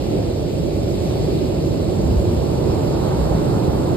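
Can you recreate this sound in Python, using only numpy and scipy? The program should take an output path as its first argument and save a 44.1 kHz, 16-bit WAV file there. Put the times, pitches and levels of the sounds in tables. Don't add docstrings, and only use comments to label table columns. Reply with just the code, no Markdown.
import sys
import numpy as np
from scipy import signal
from scipy.fft import rfft, irfft
from scipy.io import wavfile
from scipy.ndimage import map_coordinates

SR = 44100
rng = np.random.default_rng(int(sys.argv[2]) if len(sys.argv) > 2 else 0)


def unload_audio(sound):
    columns = np.transpose(np.atleast_2d(sound))
    steps = np.round(np.clip(columns, -1, 1) * 32767)
    wavfile.write(sys.argv[1], SR, steps.astype(np.int16))


N = 174636
TIME_S = np.arange(N) / SR
FREQ_HZ = np.maximum(np.arange(N // 2 + 1) * SR / N, 1)


def undb(db):
    return 10 ** (np.asarray(db) / 20)


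def over_time(table, column=1):
    rows = np.array(table)
    return np.interp(TIME_S, rows[:, 0], rows[:, column])


def over_pitch(table, column=1):
    rows = np.array(table)
    return np.interp(np.log(FREQ_HZ), np.log(rows[:, 0]), rows[:, column])


def unit(x):
    return x / np.sqrt(np.mean(x ** 2))


def walk(steps_per_s):
    steps = rng.standard_normal(512)
    return map_coordinates(steps, [TIME_S * steps_per_s], order=2, mode="wrap")


def split(x, crossover_hz):
    high = irfft(rfft(x) / (1 + (crossover_hz / FREQ_HZ) ** 6), N)
    return x - high, high


def churn(changes_per_s, depth_db, count=10):
    noise = rfft(rng.standard_normal((2, N)))
    octaves = np.log2(FREQ_HZ / 32)
    position = np.clip(octaves / 9, 0, 1) * (count - 1)
    total = 0
    for k in range(count):
        overlap = np.maximum(1 - abs(position - k), 0)
        total = total + irfft(noise * overlap, N) * undb(depth_db * walk(changes_per_s))
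    return total


def ports(pair, spectrum, likeness, balance_db=0, lead_rad=0):
    mid, side = rfft(pair) * undb(over_pitch(spectrum))
    coherence = np.clip(likeness, 0, .99)
    mid = mid * np.sqrt(1 + coherence)
    side = side * np.sqrt(1 - coherence)
    left = (mid + side) * undb(balance_db / 2) * np.exp(1j * lead_rad)
    right = (mid - side) * undb(-balance_db / 2)
    return unit(irfft(np.array([left, right]), N))


# f/Hz, level/dB
SURF_BALANCE = [(40, 4), (80, -1), (150, -2), (250, -2.5), (350, -4.5), (450, -2.5), (570, -7.5), (750, -7),
                (1000, -4.5), (1500, -1)]
# f/Hz, likeness/0-1
SURF_LIKENESS = [(50, .87), (100, .66), (160, .73), (245, .44), (345, .86), (500, .47), (580, .52),
                 (800, .35), (1000, .55), (1300, .67), (2000, .25)]
# f/Hz, lead/rad
SURF_LEAD = [(60, -.45), (170, 0), (250, -.4), (390, -.35), (500, -1.75), (600, -.85), (740, -3.5),
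             (900, -4.8), (1500, -5.2)]


def surf(water, spectrum):
    return ports(water, spectrum, over_pitch(SURF_LIKENESS), over_pitch(SURF_BALANCE), over_pitch(SURF_LEAD))


# f/Hz, level/dB
ROAR_SPECTRUM = [(22, -42), (45, -4.5), (65, -1.5), (100, 0), (150, -0.5), (200, -4), (255, -6),
                 (300, -3.5), (345, -1.5), (400, -5.5), (470, -7.5), (570, -9), (700, -15.5), (850, -22.5),
                 (1000, -29), (1400, -37), (2200, -59), (8000, -95)]
# t/s, bass level/dB, body level/dB, top level/dB
ROAR_SWELL = [(0, -5, -1, -2), (.17, -1, 2, .8), (.35, -4, -2.5, 0.5), (.6, 0, 1.2, -2.5),
              (.75, -2, -0.5, 0), (1, 0, -0.5, -1), (1.13, 1.5, -2.5, 2.5), (1.32, -1, 4.5, -0.5),
              (1.52, -2, 1, -1.7), (1.7, 1.5, 1, 0), (1.86, 1.8, 0.7, -0.5), (2.02, 5, 0, 0.9),
              (2.4, -.5, .6, 1), (2.6, 0.5, .9, -.5), (3.02, .5, 2.5, -.3), (3.27, 3, -2, 0),
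              (3.5, 3.5, 1.5, -1), (3.96, -1, 2.5, 0)]
ROAR_DB = -19
ROAR_DEEP_HZ, ROAR_BASS_HZ, ROAR_TOP_HZ = 112, 224, 445


def roar():
    water = churn(changes_per_s=17, depth_db=0.46)
    deep, rest = split(surf(water, ROAR_SPECTRUM), ROAR_DEEP_HZ)
    bass, rest = split(rest, ROAR_BASS_HZ)
    body, top = split(rest, ROAR_TOP_HZ)
    bass = bass * undb(over_time(ROAR_SWELL, column=1))
    body = body * undb(over_time(ROAR_SWELL, column=2))
    top = top * undb(over_time(ROAR_SWELL, column=3))
    return (deep + bass + body + top) * undb(ROAR_DB)


# f/Hz, level/dB
BREAKER_SPECTRUM = [(22, -15), (70, -4), (100, -5), (145, 9), (230, -15), (400, -4.5), (520, -9),
                    (750, -6.5), (950, -11), (1250, -18), (1600, -25), (2100, -32.5), (3000, -50),
                    (8000, -90)]
# t/s, level/dB
BREAKER_GROWTH = [(0, -12), (.25, -19), (.55, -20), (.85, -31), (1.35, -11), (1.6, -12), (1.9, -11),
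                  (2.1, -7), (2.3, -8.5), (2.55, -6), (2.75, -2), (2.87, -3.5), (3.05, -0.5), (3.4, 0),
                  (3.67, -0.9), (3.8, -0.7), (3.96, -0.3)]
BREAKER_DB = -23


def breaker():
    water = churn(changes_per_s=18, depth_db=1.0, count=16)
    return surf(water, BREAKER_SPECTRUM) * undb(BREAKER_DB + over_time(BREAKER_GROWTH))


POPS_PER_S, POP_SPREAD_DB = 500, 3


def bubbles():
    size_db = POP_SPREAD_DB * np.minimum(rng.exponential(size=(2, N)), 5)
    sign = rng.choice([-1, 1], (2, N))
    bursts = rng.random((2, N)) < POPS_PER_S / SR
    return unit(undb(size_db) * sign * bursts)


# f/Hz, level/dB
FOAM_SPECTRUM = [(300, -29), (700, -2), (1400, -5), (2000, -3), (2700, 1), (3500, 0.5), (4400, 2.5),
                 (5000, 0), (6100, -6), (7000, -3.5), (8000, -6.5), (9500, -9), (11500, -11), (14000, -12)]
# t/s, whole level/dB, extra treble level/dB
FOAM_SWELL = [(0, 2.5, -2), (.35, 0.8, -2), (.82, 0.7, -0.3), (1, 2.5, -1), (1.3, 3.5, -2.6),
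              (1.55, 1.4, -1.5), (2.15, 1, 0), (2.8, 1.1, .3), (3.2, 1.5, 0.6), (3.96, 0.2, .8)]
# f/Hz, level/dB
FOAM_BALANCE = [(1400, 1.5), (2000, 7.5), (3000, 0.5), (4300, -4), (5200, -2), (6500, 0.5), (12000, -0.5)]
# f/Hz, likeness/0-1
FOAM_LIKENESS = [(1500, .3), (2400, .1), (3200, .38), (3800, .12), (4700, .15), (5200, .7), (6000, .97),
                 (7000, .75), (8000, .9), (9100, .75), (10200, .97), (13500, .75)]
# f/Hz, lead/rad
FOAM_LEAD = [(1500, 1.1), (2100, 0), (2650, 2.6), (3400, 3.1), (4200, 0), (4900, 1.9), (6000, 3.14),
             (6900, 4.5), (7900, 6.28), (9100, 7.6), (10200, 9.42), (11200, 10.9), (12300, 12.57),
             (14000, 14.5)]
FOAM_DB, POP_DB = -41, -11
FOAM_TREBLE_HZ = 5300


def foam():
    pops = undb(POP_DB) * bubbles()
    fizz = churn(changes_per_s=24, depth_db=1.1, count=40) + pops
    hiss = ports(fizz, FOAM_SPECTRUM, over_pitch(FOAM_LIKENESS), over_pitch(FOAM_BALANCE),
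                 over_pitch(FOAM_LEAD))
    body, treble = split(hiss, FOAM_TREBLE_HZ)
    treble = treble * undb(over_time(FOAM_SWELL, column=2))
    return (body + treble) * undb(FOAM_DB + over_time(FOAM_SWELL))


# f/Hz, level/dB
WIND_SPECTRUM = [(20, -10), (35, -5), (58, 16), (85, 9), (120, 0), (200, -9), (400, -16), (2000, -100)]
# peak t/s, half length to 1/e /s, level/dB
GUSTS = [(1.825, 0.024, -8), (2.06, 0.035, 4.5), (2.12, 0.028, 3.5), (2.182, 0.024, 10), (2.294, 0.023, 3),
         (2.374, 0.043, 3), (2.713, 0.026, 0.5), (2.891, 0.017, 1.5), (3.22, 0.04, 5.5),
         (3.327, 0.033, 2.5)]
WIND_LIKENESS = 0.59
EDDY_HZ, EDDY_WANDER, EDDY_CHANGES_PER_S = 65.3, 0.25, 45
EDDY_DB, WIND_DB = -24, -32.5


def wind():
    push = 0
    for peak_s, half_s, gust_db in GUSTS:
        push = push + undb(gust_db) * np.exp(-((TIME_S - peak_s) / half_s) ** 2)
    shedding_hz = EDDY_HZ * np.exp(EDDY_WANDER * walk(EDDY_CHANGES_PER_S))
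    flutter = unit(np.sin(2 * np.pi * np.cumsum(shedding_hz) / SR))
    rumble = ports(rng.standard_normal((2, N)), WIND_SPECTRUM, WIND_LIKENESS)
    return push * (flutter * undb(EDDY_DB) + rumble * undb(WIND_DB))


def scene():
    return roar() + breaker() + foam() + wind()


TOP_HZ = 13850


def record(dry):
    lowpass = signal.ellip(12, .2, 80, TOP_HZ, fs=SR, output="sos")
    return signal.sosfilt(lowpass, dry)


dry = scene()
out = record(dry)
unload_audio(out)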